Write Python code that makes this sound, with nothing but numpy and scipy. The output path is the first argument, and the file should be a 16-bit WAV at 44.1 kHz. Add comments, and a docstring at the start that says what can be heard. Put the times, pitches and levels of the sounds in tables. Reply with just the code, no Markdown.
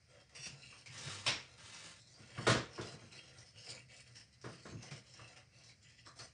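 """Thin wooden craft cut-outs, wire and tinsel, handled on a covered table in a living room.
Fingers rub and crinkle the trimmings in tiny stick-slip clicks; foil snaps and a wire stem scrapes.
A sign slides and clacks, later topples onto the table, and small pieces are tapped down.
Table and room answer with a low boom. One microphone stands a little way off, over faint room tone."""
import sys
import numpy as np
from scipy import signal
from scipy.fft import rfft, irfft
from scipy.io import wavfile

SR = 44100
rng = np.random.default_rng(int(sys.argv[2]) if len(sys.argv) > 2 else 0)


def int16_out(signal):
    """Quantize to a 16-bit WAV file."""
    q = np.round(np.clip(np.atleast_2d(signal).T, -1, 1) * 32767)
    wavfile.write(sys.argv[1], SR, q.astype(np.int16))


N = 279417
AGE = np.arange(SR * 3 // 4) / SR   # seconds since a touch


def from_db(db):
    """Decibels to gain."""
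    return 10 ** (np.asarray(db) / 20)


def unit_rms(x):
    """Scale to unit level."""
    return x / np.sqrt(np.mean(x ** 2) + 1e-20)


def unit_energy(x):
    """Scale to unit energy."""
    return x / np.sqrt(np.sum(x ** 2) + 1e-20)


def unit_attack(x):
    """Scale a blow so that its first 30 ms have unit level."""
    return x / np.sqrt(np.mean(x[AGE < .03] ** 2))


def at_hz(points, hz):
    """Read a table along a log-frequency axis."""
    points_hz, values = np.transpose(points)
    return np.interp(np.log(np.maximum(hz, 1)), np.log(points_hz), values)


def level_curve(rows):
    """Join timed dB levels with straight lines, silent before and after."""
    times, levels_db = np.transpose(rows)
    return np.interp(np.arange(N) / SR, times, levels_db, left=-120, right=-120)


def add(track, start_s, sound):
    """Mix a sound in at a given time."""
    start = max(round(start_s * SR), 0)
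    track[start:start + len(sound)] += sound[:N - start]


def colour(x, spectrum):
    """Causal (minimum-phase) filter with the given spectrum."""
    size = 8192
    gain = from_db(at_hz(spectrum, np.arange(size // 2 + 1) * SR / size))
    cepstrum = irfft(np.log(gain))
    cepstrum[1:size // 2] *= 2
    cepstrum[size // 2 + 1:] = 0
    impulse = irfft(np.exp(rfft(cepstrum)))
    return signal.fftconvolve(x, impulse)[:len(x)]


def band(x, low_hz, high_hz):
    """Butterworth band-pass."""
    return signal.sosfilt(signal.butter(3, [low_hz, high_hz], "band", fs=SR, output="sos"), x)


def resonance(x, hz, width_hz):
    """One resonance with unit gain on top."""
    return signal.lfilter(*signal.iirpeak(hz, hz / width_hz, fs=SR), x)


def drift(rate_hz):
    """A slow random wander with a spread of one."""
    hop, warm_up = 40, 2000
    pole = np.exp(-2 * np.pi * hop * rate_hz / SR)
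    noise = rng.standard_normal(N // hop + warm_up + 2)
    slow = signal.lfilter([1], [1, -2 * pole, pole * pole], noise)[warm_up:]
    return np.interp(np.arange(N) / hop, np.arange(len(slow)), unit_rms(slow))


def ringing(modes):
    """Decaying modes, each struck a little differently every time."""
    ring = np.zeros(len(AGE))
    for (hz, db, t60), strike_db in zip(modes, rng.normal(0, 2, len(modes))):
        decay = from_db(db + strike_db - 60 * AGE / t60)
        ring += decay * np.sin(2 * np.pi * hz * AGE) * rng.choice([-1, 1])
    return unit_energy(ring)


# The still living room at the microphone. Each row: frequency in Hz, gain in dB.
ROOM_TONE_COLOUR = [(30, -22), (70, 4), (120, 5.5), (200, -7), (300, -16.5), (600, -13), (900, -23.5),
                    (2200, -12.5), (3500, -25.5), (5000, -11.5), (6000, -17), (7000, -24.5), (9600, -25)]

def room_tone(level_db):
    """A faint, steady rumble and hiss."""
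    return from_db(level_db) * unit_rms(colour(rng.standard_normal(N), ROOM_TONE_COLOUR))


# The room around the table. Each row: frequency in Hz, seconds to fade 60 dB at a decay_scale of one.
ROOM_DECAY = [(100, 0.39), (400, 0.34), (1500, 0.38), (5000, 0.35), (9000, 0.12)]

def room_path(direct_db, decay_scale):
    """Table to microphone: the direct sound, then a thickening wash whose treble dies first."""
    edges = np.geomspace(30, 15000, 10)
    spikiness_db = 5 * np.exp(-AGE / 0.02)   # early echoes stand apart
    echoes = rng.standard_normal(len(AGE))
    echoes *= from_db(spikiness_db * (rng.standard_normal(len(AGE)) - 1.0))
    wash = np.zeros(len(AGE))
    for low, high in zip(edges, edges[1:]):
        t60 = decay_scale * at_hz(ROOM_DECAY, np.sqrt(low * high))
        wash += band(echoes, low, high) * from_db(-60 * AGE / t60)
    path = unit_energy(wash)
    path[0] += from_db(direct_db)
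    return unit_energy(path)


def slips(per_s, spread_db):
    """Countless tiny stick-slip clicks of uneven size, heard through the room."""
    clicks = (rng.random(N) < per_s / SR) * rng.choice([-1, 1], N)
    sizes = from_db(spread_db * np.minimum(rng.exponential(1, N), 4))
    return signal.fftconvolve(clicks * sizes, room_path(direct_db=-2.5, decay_scale=0.52))[:N]


def friction(spectrum, per_s, spread_db, patchy_db):
    """Slips excite narrow bands that swell and fade as the grip changes."""
    rustle = colour(slips(per_s, spread_db), spectrum)
    edges = np.geomspace(1100, 11500, 31) - 1000
    return unit_rms(sum(band(rustle, low, high) * from_db(patchy_db * drift(rate_hz=3.3))
                        for low, high in zip(edges, edges[1:])))


# Fingers on the trimmings, at the table. Each row: start in seconds, length in seconds,
# effort in dB, offset for the wire in dB, offset for the wood in dB.
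STROKES = [(0.071, 0.14, -71, 3.5, 1.5), (0.299, 0.17, -73.5, 0, 5), (0.479, 0.13, -65, -1, -3),
           (0.601, 0.078, -61.5, -0.5, -12.5), (0.672, 0.14, -64.5, 3, -5.5),
           (0.842, 0.14, -62.5, 5.5, -24), (1.367, 0.19, -68.5, -4.5, -2.5),
           (1.945, 0.19, -67.5, -12, -9.5), (2.141, 0.22, -64.5, 0, -1.5), (2.334, 0.17, -61, 12, 3),
           (2.674, 0.27, -62, 2, 1), (2.966, 0.12, -66, -3, -3), (3.096, .1, -62.5, 1, -4),
           (3.17, 0.26, -64.5, -1, -4), (3.446, 0.059, -68.5, 1, -12), (3.528, 0.16, -64.5, 3.5, -3),
           (3.629, 0.15, -59.5, -1, -5), (3.686, .025, -48, -4, -20), (3.877, 0.13, -62.5, 2, -6.5),
           (4.05, 0.064, -65.5, -2.5, -6.5), (4.143, 0.068, -59.5, -1, -14), (4.319, 0.03, -72.5, -2, -18),
           (4.388, 0.34, -64, 0, -8), (4.656, 0.18, -69.5, 3, -11), (4.8, 0.086, -62, 0, -1.5),
           (4.899, 0.082, -63, -4, 1.5), (5.031, 0.14, -66, -3, -10), (5.159, 0.17, -67, 1.5, 2.5),
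           (5.351, 0.054, -66, 5, 0), (5.51, .11, -65.5, -2, -9.5), (5.587, .125, -65, -2, -15),
           (5.801, 0.14, -67, 0.5, -22), (5.976, 0.027, -67, 2, -21), (6.047, 0.045, -62, -6.5, -7),
           (6.154, 0.032, -61, -16, -7), (6.181, 0.068, -58.5, -3, -5)]

def effort(gains_db, release_db_per_s=252):
    """Level of all strokes over time: each swells as the fingers take hold, stays, and dies away."""
    now = np.arange(N) / SR
    power = np.full(N, 1e-14)
    for (start, length, level_db, _, _), gain_db in zip(STROKES, np.broadcast_to(gains_db, len(STROKES))):
        grip = np.clip((now - start) / (0.3 * length), 0, 1)
        release_db = np.clip((now - start - length) * release_db_per_s, 0, 100)
        power += (grip * from_db(level_db + gain_db - release_db)) ** 2
    return np.sqrt(power)


# Tinsel, wire and wood under the fingers, a little way off. Each row: frequency in Hz, gain in dB.
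TINSEL_COLOUR = [(2600, -26), (3600, -10), (4300, -2), (5100, -1.5), (6050, -1.5), (6550, -8), (7700, -6),
                 (9600, -10)]
WIRE_COLOUR = [(1200, -16.5), (1700, -5.5), (2100, 2.5), (2750, 1), (3200, 3), (3700, -22)]
WOOD_COLOUR = [(150, -2.5), (300, 3), (550, 8), (800, -2.5), (1300, -1.5), (1900, -0.5), (3000, -13.5)]

def handling(crinkle_gain_db, chafe_gain_db, rub_gain_db):
    """With each stroke tinsel crinkles, wire chafes and fingers rub on wood."""
    wire_db, wood_db = np.transpose(STROKES)[-2:]
    crinkle = effort(crinkle_gain_db) * friction(TINSEL_COLOUR, per_s=300, spread_db=3.0, patchy_db=3.5)
    chafe = effort(wire_db + chafe_gain_db) * friction(WIRE_COLOUR, per_s=440, spread_db=4.5, patchy_db=4)
    rub = effort(wood_db + rub_gain_db) * friction(WOOD_COLOUR, per_s=700, spread_db=3.5, patchy_db=2)
    return crinkle + chafe + rub


# The low voice of table and room. 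Each row: frequency in Hz, gain in dB.
BOOM_COLOUR = [(25, -33), (50, -29), (70, -19), (100, -9), (122, 8.5), (145, -6), (200, -12), (300, -17.5),
               (600, -56.5)]

def table_boom(usual_boom_db, usual_effort_db, swing_share):
    """Forearms set the table booming; it follows part of the effort's swing and outlasts the rustle."""
    leaning = (effort(0, release_db_per_s=110) / from_db(usual_effort_db)) ** swing_share
    rumble = unit_rms(colour(rng.standard_normal(N), BOOM_COLOUR))
    return from_db(usual_boom_db) * leaning * rumble


# Strands snapping in the hands. Each row: start in seconds, relative level in dB, pitch in Hz.
SNAPS = [(0.294, -55, 1950), (0.3504, -43.5, 1970), (0.4627, -37.5, 2770), (0.86, -40, 2200),
         (0.977, -37.5, 5700), (1.744, -43, 5700), (2.141, -48, 4750), (2.812, -37.5, 3460),
         (2.8708, -41, 4920), (3.125, -47, 2530), (3.277, -53, 5550), (3.3845, -46, 5700),
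         (3.466, -49.5, 5220), (3.6995, -43.5, 4800), (4.1575, -44, 5500), (4.2079, -53.5, 5040),
         (4.4143, -49, 5600), (4.534, -53, 5060), (4.8282, -43, 6050), (4.9102, -41, 2300),
         (5.065, -54.5, 4070), (5.1376, -46.5, 5550), (5.642, -52, 5900), (5.6906, -50.5, 2210),
         (5.9034, -55, 2540), (6.191, -38, 4430)]
# Their tick at the microphone. Each row: frequency in Hz, gain in dB.
SNAP_COLOUR = [(800, -7.5), (1800, -9), (2500, -5.5), (3500, -12), (5000, -1.5), (6200, -4.5), (7000, -9),
               (9600, -12)]

def tinsel_snaps(direct_db, gain_db, ring_db, width_hz):
    """Foil and wire let go with bright ticks, each strand with a pitch of its own."""
    out = np.zeros(N)
    for start, level_db, hz in SNAPS:
        tick = colour(room_path(direct_db, decay_scale=0.65), SNAP_COLOUR)
        ring = from_db(ring_db) * resonance(tick, hz, width_hz)
        add(out, start, from_db(level_db + gain_db) * unit_attack(tick + ring))
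    return out


# One short drag of a wire stem. Each row: time in seconds, relative level in dB.
SCRAPE_LEVELS = [(0.338, -76), (0.358, -52.5), (0.411, -51.5), (0.465, -45), (0.493, -56), (0.55, -65)]
# The stem's resonances. Each row: frequency in Hz, width in Hz, gain in dB.
WIRE_RESONANCES = [(2020, 230, -23), (2720, 120, 7), (2910, 110, -3), (3510, 220, -2), (4430, 74, 2.5),
                   (4760, 290, 4.5), (5520, 150, 5), (5610, 67, 3), (7850, 1000, -7.5)]

def wire_scrape(gain_db):
    """Wire drags over wood and sings at its own resonances."""
    drag = slips(per_s=1900, spread_db=1.0)
    singing = sum(from_db(db) * resonance(drag, hz, width) for hz, width, db in WIRE_RESONANCES)
    return from_db(level_curve(SCRAPE_LEVELS) + gain_db) * unit_rms(singing)


# A hand meeting the table top. Each row: start in seconds, relative level in dB, pitch in Hz.
BUMPS = [(.385, -53, 137), (0.527, -50, 139.6), (0.893, -47, 132), (1.053, -42.5, 136), (1.3, -50, 121),
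         (2.376, -36.5, 118), (3.377, -51.5, 115), (3.55, -53.5, 111), (4.911, -43.5, 141),
         (5.21, -49, 117)]

def hand_bumps(t60, push_s, gain_db):
    """A hand pushes the table top softly and, staying on it, damps it within a few swings."""
    out = np.zeros(N)
    push = 1 - np.exp(-(AGE / push_s) ** 2)
    for start, level_db, hz in BUMPS:
        decay = from_db(level_db + gain_db - 60 * AGE / t60)
        add(out, start, push * decay * np.sin(2 * np.pi * hz * AGE))
    return out


# Pieces landing on the table, loudest as the sign topples near 2.5 s.
# Each row: start in seconds, then relative levels of body, thump and edge in dB.
KNOCKS = [(0.459, -52, -56, -58), (1.071, -42.5, -53.5, -47), (2.194, -59, -59, -70),
          (2.375, -37, -47, -59), (2.467, -15, -35, -29.5), (2.497, -22, -43.5, -29.5),
          (2.535, -25.5, -43.5, -41), (2.779, -29.5, -45.5, -60), (2.921, -44, -54, -68),
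          (3.018, -49.5, -55.5, -74), (4.441, -34, -49, -56.5), (4.653, -38.5, -53, -59.5),
          (4.72, -46.5, -50.5, -82), (4.911, -47.5, -55.5, -54)]
# A knock from a little way off. Each row: frequency in Hz, gain in dB.
KNOCK_COLOUR = [(30, -43), (50, -14), (85, -4), (120, 2.5), (260, -4.5), (460, -9), (650, -8), (820, -17.5),
                (1200, -11.5), (1800, -16), (3000, -18.5), (5700, -20.5), (6500, -26), (9600, -24)]
# The table with the sign on it. Each row: mode in Hz, relative level in dB, seconds to fade 60 dB.
TABLE_MODES = [(122, -3, .55), (225, -6, .4), (325, 0, .38), (360, 1, .38), (427, 1, .39), (467, 0, .37),
               (650, -3, .31), (1061, -4, .28), (1243, -4, .28), (1445, -3, .27), (1656, -5, .28),
               (1860, -5, .28), (2197, -6, .28), (3690, -5, .2)]

def table_knocks(ring_db, direct_db, thump_gain_db, body_gain_db, edge_gain_db, contact_s):
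    """A piece strikes the table and rings it: a low thump, a wooden body and a bright edge."""
    out = np.zeros(N)
    settling = 1 - np.exp(-AGE / contact_s)   # a flat face does not land everywhere at once
    for start, body_db, thump_db, edge_db in KNOCKS:
        impact = colour(settling * room_path(direct_db, decay_scale=0.96), KNOCK_COLOUR)
        blow = unit_energy(impact) + from_db(ring_db) * ringing(TABLE_MODES)
        thump = from_db(thump_db + thump_gain_db) * unit_attack(band(blow, 30, 260))
        body = from_db(body_db + body_gain_db) * unit_attack(band(blow, 210, 1800))
        edge = from_db(edge_db + edge_gain_db) * unit_attack(band(blow, 1900, 14000))
        add(out, start, thump + body + edge)
    return out


# A small block tapped down on the table. Each row: start in seconds, relative level in dB.
TAPS = [(0.725, -53), (2.379, -40.5), (5.192, -48), (5.377, -62), (6.064, -46.5), (6.19, -49.5)]
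# Its click at the microphone. Each row: frequency in Hz, gain in dB.
TAP_COLOUR = [(100, -10), (350, -9), (600, -8.5), (830, -17.5), (1150, 3), (1450, -5), (1750, -5.5),
              (2300, -22.5), (4000, -20), (9000, -34)]

def block_taps(direct_db, gain_db):
    """A small block held in the fingers is too damped to ring: one hollow click and its echoes."""
    out = np.zeros(N)
    for start, level_db in TAPS:
        click = colour(room_path(direct_db, decay_scale=0.74), TAP_COLOUR)
        add(out, start, from_db(level_db + gain_db) * unit_attack(click))
    return out


# The sign crossing the table cover, one list a push. Each row: time in seconds, relative level in dB.
PUSHES = [
    [(0.9, -69), (0.926, -52.5), (1.098, -44.5), (1.23, -52), (1.256, -48.5), (1.268, -44)],
    [(1.57, -66), (1.608, -54), (1.632, -54), (1.662, -47), (1.67, -53), (1.858, -50), (2.0, -62)],
]
# Wood on the cover, a little way off. 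Each row: frequency in Hz, gain in dB.
SLIDE_COLOUR = [(59, -36.5), (100, 6.5), (128, -8), (270, -15.5), (360, -14), (388, -17.5), (569, -14.5),
                (757, -18), (1070, -13), (1290, -16), (1560, -14.5), (5310, -15.5), (9600, -21),
                (12500, -73), (21100, -120)]

def sign_slides(gain_db):
    """A broad flat face slips at many points at once: an even swish."""
    push = sum(from_db(level_curve(rows) + gain_db) for rows in PUSHES)
    return push * friction(SLIDE_COLOUR, per_s=3000, spread_db=6.0, patchy_db=0.5)


# Hard edges hitting each other. Each row: start in seconds, relative level in dB.
CLACKS = [(1.264, -22), (1.2766, -24), (1.2924, -35)]
# A clack at the microphone, mostly room. Each row: frequency in Hz, gain in dB.
CLACK_COLOUR = [(50, -14), (110, -3), (200, -8.5), (1060, -11.5), (1600, -9.5), (2500, -4), (3800, -9),
                (4200, -8.5), (4600, -8.5), (5500, -4), (6300, -16.5), (9600, -14.5)]
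# A small cut-out ringing. Each row: mode in Hz, relative level in dB, seconds to fade 60 dB.
CUTOUT_MODES = [(592, -10, .3), (1062, -5, .22), (2195, -4, .28), (2296, -3, .28), (2573, -1, .24),
                (2853, -4, .22), (3112, -2, .22), (3423, -4, .22), (3723, -4, .2), (3895, -4, .22),
                (5125, -6, .2), (5360, -1, .2)]

def cutout_clacks(ring_db, direct_db, gain_db, crack_db):
    """A cut-out lands on its edge and bounces: a short crack, its own ring, and the room."""
    out = np.zeros(N)
    for start, level_db in CLACKS:
        crack = unit_energy(rng.standard_normal(len(AGE)) * np.exp(-AGE / 0.0013))
        impact = room_path(direct_db, decay_scale=1.0) + from_db(crack_db) * crack
        blow = unit_energy(colour(impact, CLACK_COLOUR)) + from_db(ring_db) * ringing(CUTOUT_MODES)
        add(out, start, from_db(level_db + gain_db) * unit_attack(blow))
    return out


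def scene():
    """One microphone a little way from the table, the same in both channels."""
    mono = handling(crinkle_gain_db=0.0, chafe_gain_db=-2.0, rub_gain_db=1.0)
    mono += table_boom(usual_boom_db=-67, usual_effort_db=-63, swing_share=0.57)
    mono += wire_scrape(gain_db=-0.5)
    mono += sign_slides(gain_db=-2.5)
    mono += table_knocks(ring_db=-3, direct_db=-15, thump_gain_db=-1.5, body_gain_db=-13.5,
                         edge_gain_db=-5, contact_s=0.0024)
    mono += cutout_clacks(ring_db=-3.0, direct_db=-30, gain_db=-11.0, crack_db=-23)
    mono += tinsel_snaps(direct_db=-11, gain_db=-14.5, ring_db=13.5, width_hz=170)
    mono += block_taps(direct_db=-12, gain_db=-11.5)
    mono += hand_bumps(t60=0.17, push_s=0.0085, gain_db=4.5)
    mono += room_tone(level_db=-69.5)
    return np.array([mono, mono])


def record(dry):
    """The treble is cut steeply above 9650 Hz."""
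    return signal.sosfilt(signal.ellip(12, .1, 80, 9650, fs=SR, output="sos"), dry)


dry = scene()
out = record(dry)
int16_out(out)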